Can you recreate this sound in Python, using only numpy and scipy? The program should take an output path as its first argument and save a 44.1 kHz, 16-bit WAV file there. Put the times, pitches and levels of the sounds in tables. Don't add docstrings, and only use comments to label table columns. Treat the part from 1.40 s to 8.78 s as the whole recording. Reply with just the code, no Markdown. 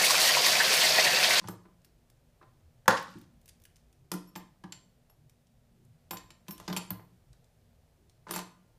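import sys
import numpy as np
from scipy import signal
from scipy.fft import rfft, irfft
from scipy.io import wavfile
from scipy.ndimage import uniform_filter1d

SR = 44100
rng = np.random.default_rng(int(sys.argv[2]) if len(sys.argv) > 2 else 0)


def unload_wav(signal):
    wavfile.write(
        sys.argv[1],
        SR,
        np.round(np.clip(np.atleast_2d(signal).T, -1, 1) * 32767).astype(np.int16),
    )


def how_loud(loudness_db):
    steps = np.asarray(loudness_db, float) / 20
    return 10 ** steps


N = 325458

# frequency in Hz, level in dB, t60 in seconds.
NUT_MODES = [(2500, -1, .012), (3000, 0, .016), (3650, -1, .012), (4400, -2, .014), (5050, -2, .012),
             (6050, -3, .01)]
# frequency in Hz, level in dB, t60 in seconds.
BASE_MODES = [(340, -3, .05), (470, -7, .04), (587, -8, .045), (730, -11, .035), (885, -3, .04),
              (935, -5, .04), (1022, -4, .12), (1190, -5, .05), (1400, -8, .025), (1620, -10, .03),
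              (2000, -12, .03)]


def band(x, lo_hz, hi_hz):
    sos = signal.butter(2, [lo_hz, min(hi_hz, .45 * SR)], "band", fs=SR, output="sos")
    return signal.sosfilt(sos, x)


def hiss(lo_hz, hi_hz):
    return band(rng.standard_normal(N), lo_hz, hi_hz)


def train(s, size):
    return np.bincount((np.asarray(s) * SR).astype(int), size, N)[:N]


def fade(x, s):
    fall, rise = np.exp(-1 / (s * SR)), np.exp(-5 / (s * SR))
    dying = signal.lfilter([1], [1, -fall], x)
    return 1.5 * signal.lfilter([1 - rise], [1, -rise], dying)


def ring(s, db, modes, spread_db, detune, push_s):
    hz, mode_db, t60 = np.transpose(modes)[:, :, None]
    out = np.zeros(N + SR)
    t = np.arange(int(1.2 * t60.max() * SR)) / SR
    swell = np.sin(np.pi / 2 * np.clip(t / push_s, 0, 1)) ** 2
    shifts = rng.standard_normal((len(s), 3, len(modes), 1))
    for at, blow_db, (weight, pitch, damping) in zip(s, db, shifts):
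        decay = np.exp(-np.log(1000) * t / (t60 * np.exp(0.082 * damping)))
        tone = np.sin(2 * np.pi * hz * (1 + detune * pitch) * t) * decay
        level = how_loud(blow_db + mode_db + spread_db * weight) * np.sign(pitch)
        out[int(at * SR):][:len(t)] += swell * (level * tone).sum(axis=0)
    return out[:N]


def walk(rate):
    k = int(SR / rate)
    held = np.repeat(rng.standard_normal(N // k + 1), k)
    return 1.5 * uniform_filter1d(uniform_filter1d(held, k), k)[:N]


def wrench():
    # start in seconds, crack level in dB, treble bite in dB.
    clacks = [(0.0393, -71, -70.5), (0.0743, -38, -53), (0.0847, -74, -39.5), (1.027, -58.5, -86),
              (2.7166, -24.5, -31), (2.7375, -63, -37.5), (2.9543, -36, -56), (2.959, -34.5, -45.5),
              (3.238, -43.5, -61.5), (3.3234, -31.5, -51.5), (3.6972, -61.5, -71.5), (4.7086, -26.5, -39.5),
              (4.7321, -47, -65), (4.7694, -31, -55), (4.9047, -39.5, -56.5), (5.0821, -34, -47),
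              (5.1083, -39, -42.5), (5.1791, -46, -49), (5.1994, -42.5, -51), (5.2785, -25, -64),
              (5.2995, -34, -62), (5.3272, -26.5, -62), (5.3645, -21.5, -31.5), (5.3705, -26, -34),
              (5.5045, -33.5, -45), (6.891, -48, -63), (6.9095, -32.5, -34.5), (6.9373, -33.5, -41),
              (6.9608, -40, -31), (6.9902, -30.5, -40.5)]
    s, crack_db, bite_db = np.transpose(clacks)
    crack = fade(train(s, how_loud(crack_db - 8.5)), 0.0057) * hiss(1770, 6000)
    bite = fade(train(s, how_loud(bite_db + 3.5)), .0025) * band(hiss(6000, 13300), 5000, 13300)
    clack = ring(s, crack_db - 10.5, NUT_MODES, spread_db=4, detune=0.03, push_s=.0005)
    return crack + bite + clack


def steel():
    # start in seconds, then shaft, ring end and jaws in dB.
    clinks = [(0.086, -68, -68, -55), (1.703, -88, -73.5, -76), (2.716, -64, -58, -51),
              (2.874, -77, -66, -85), (2.961, -62, -65, -61), (3.322, -55, -74, -87),
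              (3.699, -89.5, -72.5, -99), (4.709, -50.5, -51, -47.5), (4.772, -58.5, -79, -75),
              (4.904, -65, -80, -94), (5.083, -78.5, -64, -59), (5.108, -77, -50.5, -52),
              (5.2, -74, -69, -72), (5.279, -80, -68, -58), (5.328, -83, -62, -66.5),
              (5.365, -43, -51, -50.5), (6.909, -59, -47.5, -46), (6.94, -47, -67, -45),
              (6.963, -46.5, -54, -50)]
    # frequency in Hz, level in dB, t60 in seconds.
    families = [
        [(7335, -2, .09), (7400, -5, .12), (7270, -6, .07), (4370, -7, .07), (4455, -8, .11), (4520, -10, .06),
         (2995, -12, .04), (3700, -13, .06), (2600, -8, .08), (2150, -11, .06)],
        [(9630, 0, .09), (9680, -8, .14)],
        [(11552, 0, .13), (11610, -6, .08), (11760, -9, .06), (5442, -8, .11)],
        [(12530, 0, .06), (12600, -5, .05)],
        [(13230, 0, .11), (13500, -8, .05), (15210, -8, .12)],
    ]
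    s, shaft_db, end_db, jaws_db = np.transpose(clinks)
    hard_db = -49.5
    low_db = hard_db - 0.5 + 1.8 * (end_db - hard_db)
    rings = 0
    for db, modes in zip((shaft_db, low_db, end_db, jaws_db, jaws_db), families):
        rings = rings + ring(s, db + 7, modes, spread_db=2.0, detune=0.0015, push_s=0.00045)
    return how_loud(3.5 * walk(110)) * rings


def pump():
    # start in seconds, base knock in dB, board thump in dB.
    knocks = [(0.0141, -53.5, -44.5), (0.0408, -43, -40.5), (.084, -37, -33.5), (0.2521, -54.5, -53.5),
              (1.013, -53, -65.5), (1.027, -54, -62.5), (2.7158, -33.5, -32), (2.7376, -40.5, -28),
              (2.9574, -37.5, -36.5), (3.238, -43.5, -36), (3.3233, -53, -75), (4.7088, -37, -41),
              (4.7322, -39.5, -40), (4.904, -55.5, -75), (5.0834, -45.5, -34), (5.1083, -52, -39.5),
              (5.18, -57.5, -56), (5.1989, -46, -49), (5.2792, -33.5, -31.5), (5.2994, -35, -25.5),
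              (5.3281, -38.5, -33.5), (5.366, -34, -30), (5.5042, -38.5, -31.5), (5.5938, -50.5, -72),
              (6.8678, -42.5, -49), (6.891, -40.5, -42), (6.9087, -35, -42), (6.9376, -36, -39),
              (6.9607, -32, -32), (6.9884, -39.5, -50)]
    # start in seconds, level in dB.
    leans = [(0.0407, -41.5), (0.0862, -42.5), (1.51, -41), (1.529, -43), (2.959, -62), (3.237, -57),
             (4.7321, -44.5), (5.1083, -56.5), (5.1996, -48), (5.2986, -44), (5.3695, -53), (5.505, -33.5),
             (5.5937, -65), (6.9089, -57)]
    # frequency in Hz, level in dB, t60 in seconds.
    boards = [(179, 0, .17), (291, -10, .12), (340, -10, .05), (1022, -11, .14)]
    # frequency in Hz, level in dB, t60 in seconds.
    joists = [(68, -8, .2), (108, 0, .25)]
    s, knock_db, thump_db = np.transpose(knocks)
    knock = ring(s, knock_db - 2, BASE_MODES, spread_db=2.0, detune=0.0033, push_s=0.0013)
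    rattle = fade(train(s, how_loud(knock_db + 4)), 0.00705) * hiss(650, 1844)
    thump = ring(s, thump_db - 1.5, boards, spread_db=1.5, detune=.004, push_s=.012)
    s, lean_db = np.transpose(leans)
    sag = ring(s, lean_db - 4.0, joists, spread_db=2.0, detune=0.015, push_s=.025)
    return knock + rattle + thump + sag


def scrape():
    # time in seconds, level in dB.
    drags = [
        [(0.0, -50.5), (0.068, -53.5), (0.074, -53), (0.088, -40.5), (0.1, -66.5)],
        [(1.5, -51.5), (1.75, -56), (1.85, -62.5)],
        [(5.06, -88.5), (5.082, -61), (5.272, -54), (5.276, -82), (5.334, -49), (5.35, -66), (5.37, -44)],
        [(6.86, -85.5), (6.866, -80), (6.966, -34.5), (7.03, -63)],
    ]
    t, drag = np.arange(N) / SR, np.zeros(N)
    for rows in drags:
        s, db = np.transpose(rows)
        drag += np.interp(t, s, how_loud(db), 0, 0)
    slips_per_s = 3500
    slips = (rng.random(N) < slips_per_s / SR) * how_loud(0.87 * rng.exponential(size=N))
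    grit = drag * fade(slips, 0.00035) * rng.standard_normal(N)
    body = sum(how_loud(db) * band(grit, hz * 1.013, hz * 1.015) for hz, db, _ in [*NUT_MODES, *BASE_MODES])
    return how_loud(-13.0) * band(grit, 1240, 6600) + how_loud(-11.0) * body


def hose():
    # start in seconds, then slap, thud and crack in dB.
    slaps = [
        (1.457, -41.5, -61, -60),
        (1.479, 0, -24.5, -15.5),
        (1.752, -66.5, -38.5, -72.5),
    ]
    # frequency in Hz, level in dB, t60 in seconds.
    hose_end = [(520, -9, .04), (720, -8, .02), (915, 0, .028), (1010, -7, .025), (1140, -6, .03),
                (1260, -9, .02), (1385, -8, .02), (1540, -3, .025), (1850, -6, .025), (2300, -19, .02),
                (2750, -18, .025)]
    # frequency in Hz, level in dB, t60 in seconds.
    floor = [(112, -3, .16), (178, 0, .13), (230, -5, .1), (290, -6, .12), (347, -8, .08)]
    s, slap_db, thud_db, crack_db = np.transpose(slaps)
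    crack = fade(train(s, how_loud(crack_db + 2.5)), 0.0034) * hiss(2400, 6500)
    spray = fade(train(s, how_loud(crack_db - 5.0)), 0.0035) * hiss(6000, 14000)
    smack = fade(train(s, how_loud(slap_db - 4)), .006) * hiss(700, 1800)
    hollow = ring(s, slap_db - 3, hose_end, spread_db=.1, detune=.002, push_s=.004)
    settling = fade(train(s, how_loud(crack_db - 17.5)), 0.05) * how_loud(5.0 * walk(120))
    clatter = settling * hiss(1500, 5200)
    thud = ring(s, thud_db - 0.5, floor, spread_db=2.0, detune=0.0012, push_s=0.0099)
    return crack + spray + clatter + smack + hollow + thud


def ticks():
    # start in seconds, level in dB, width as a pitch ratio.
    soft = [(.418, -66, 1.9), (0.4468, -52.5, 3.9), (0.4513, -58.5, 3.8), (.7, -56.5, 6.5),
            (2.0146, -62, 2.76), (2.0792, -50, 5.2), (2.088, -49, 2.5), (2.0926, -46.5, 2.4),
            (2.2, -63, 3.8), (2.2528, -47.5, 4.1), (2.3587, -52.5, 1.7), (2.366, -55.5, 2.3),
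            (2.5276, -58.5, 2.3), (3.896, -55.5, 2.5), (4.0698, -62.5, 1.8), (5.93, -54.5, 1.74),
            (6.0435, -60.5, 1.8), (6.6967, -56.5, 2)]
    # start in seconds, level in dB, centre in Hz, width as a pitch ratio.
    snaps = [(1.597, -49.5, 9000, 3.3), (1.627, -47.5, 6500, 4.6), (1.786, -56, 11000, 1.9),
             (1.814, -56, 7000, 4.1), (2.058, -51, 9500, 4), (2.219, -58.5, 9000, 8.6),
             (2.238, -52.5, 11500, 4.2), (1.69, -48, 3000, 1.9), (1.717, -49, 3970, 1.2),
             (3.699, -50, 900, 1.8), (5.067, -54, 1300, 1.7), (5.935, -50, 1300, 1.3),
             (4.45, -62, 8920, 1.35), (5.505, -19, 12900, 1.12)]
    rows = [(s, db, 5100, 0.0034, ratio) for s, db, ratio in soft]
    rows += [(s, db, hz, 0.0031, ratio) for s, db, hz, ratio in snaps]
    out, t = np.zeros(N), np.arange(1500) / SR
    for s, db, hz, decay_s, ratio in rows:
        burst = rng.standard_normal(len(t)) * np.exp(-t / decay_s)
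        out[int(s * SR):][:len(t)] += how_loud(db + 0.5) * band(burst, hz / ratio, hz * ratio)
    return out


def room(x):
    # band centre in Hz, level in dB, t60 in seconds.
    tails = [(180, -21, 1), (500, -7, 0.3), (1240.5, -14.5, .42), (3000, -16.5, 0.38), (7000, -18, .35),
             (12600, -19, 0.083)]
    t = np.arange(int(.8 * SR)) / SR
    echo = 0
    for hz, db, t60 in tails:
        tail = band(rng.standard_normal(len(t)), hz / 1.8, hz * 1.6) * np.exp(-np.log(1000) * t / t60)
        echo = echo + how_loud(db - 25) * tail / np.sqrt(t60)
    return signal.fftconvolve(x, echo * np.clip(t / 0.0078, 0, 1))[:N]


def air():
    # frequency in Hz, density in dB per Hz.
    floor_colour = [(12, -34), (20, -3.5), (158, -3), (205, -18), (642, -16.5), (1030, -27), (14700, -37.5),
                    (16000, -44.5)]
    # frequency in Hz, level in dB.
    mains = [(29, -78.5), (120, -76), (240, -80.5)]
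    hz = np.fft.rfftfreq(N, 1 / SR)
    colour_hz, colour_db = np.transpose(floor_colour)
    motor_db = 11 * np.exp(-((hz - 236) / 11) ** 2)
    colour = how_loud(np.interp(np.log(hz + 1), np.log(colour_hz), colour_db) + motor_db)
    noise = irfft(rfft(rng.standard_normal(N)) * colour, N)
    noise *= how_loud(-66) / noise.std()
    flicker = 0
    for lo_hz in (41.4, 63.4, 100, 160, 261.7):
        flicker = flicker + (how_loud(4.8 * walk(9.9)) - 1) * band(noise, lo_hz, 1.6 * lo_hz)
    t = np.arange(N) / SR
    hum = sum(how_loud(db + 1.5 * walk(3.6)) * np.sin(2 * np.pi * f * t) for f, db in mains)
    return noise * how_loud(0.41 * walk(2.1)) + flicker + hum


def scene():
    close = wrench() + steel() + pump() + scrape() + hose() + ticks()
    return (close + room(close) + air())[None]


def low_pass(x):
    return signal.sosfilt(signal.butter(12, 16640, fs=SR, output="sos"), x)


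def record(dry):
    headroom, top_hz = .8, 15400
    rounded = headroom * np.tanh(dry / headroom)
    top_cut = signal.ellip(8, .2, 35, top_hz, fs=SR, output="sos")
    return low_pass(signal.sosfilt(top_cut, rounded))


dry = scene()
out = record(dry)
unload_wav(out)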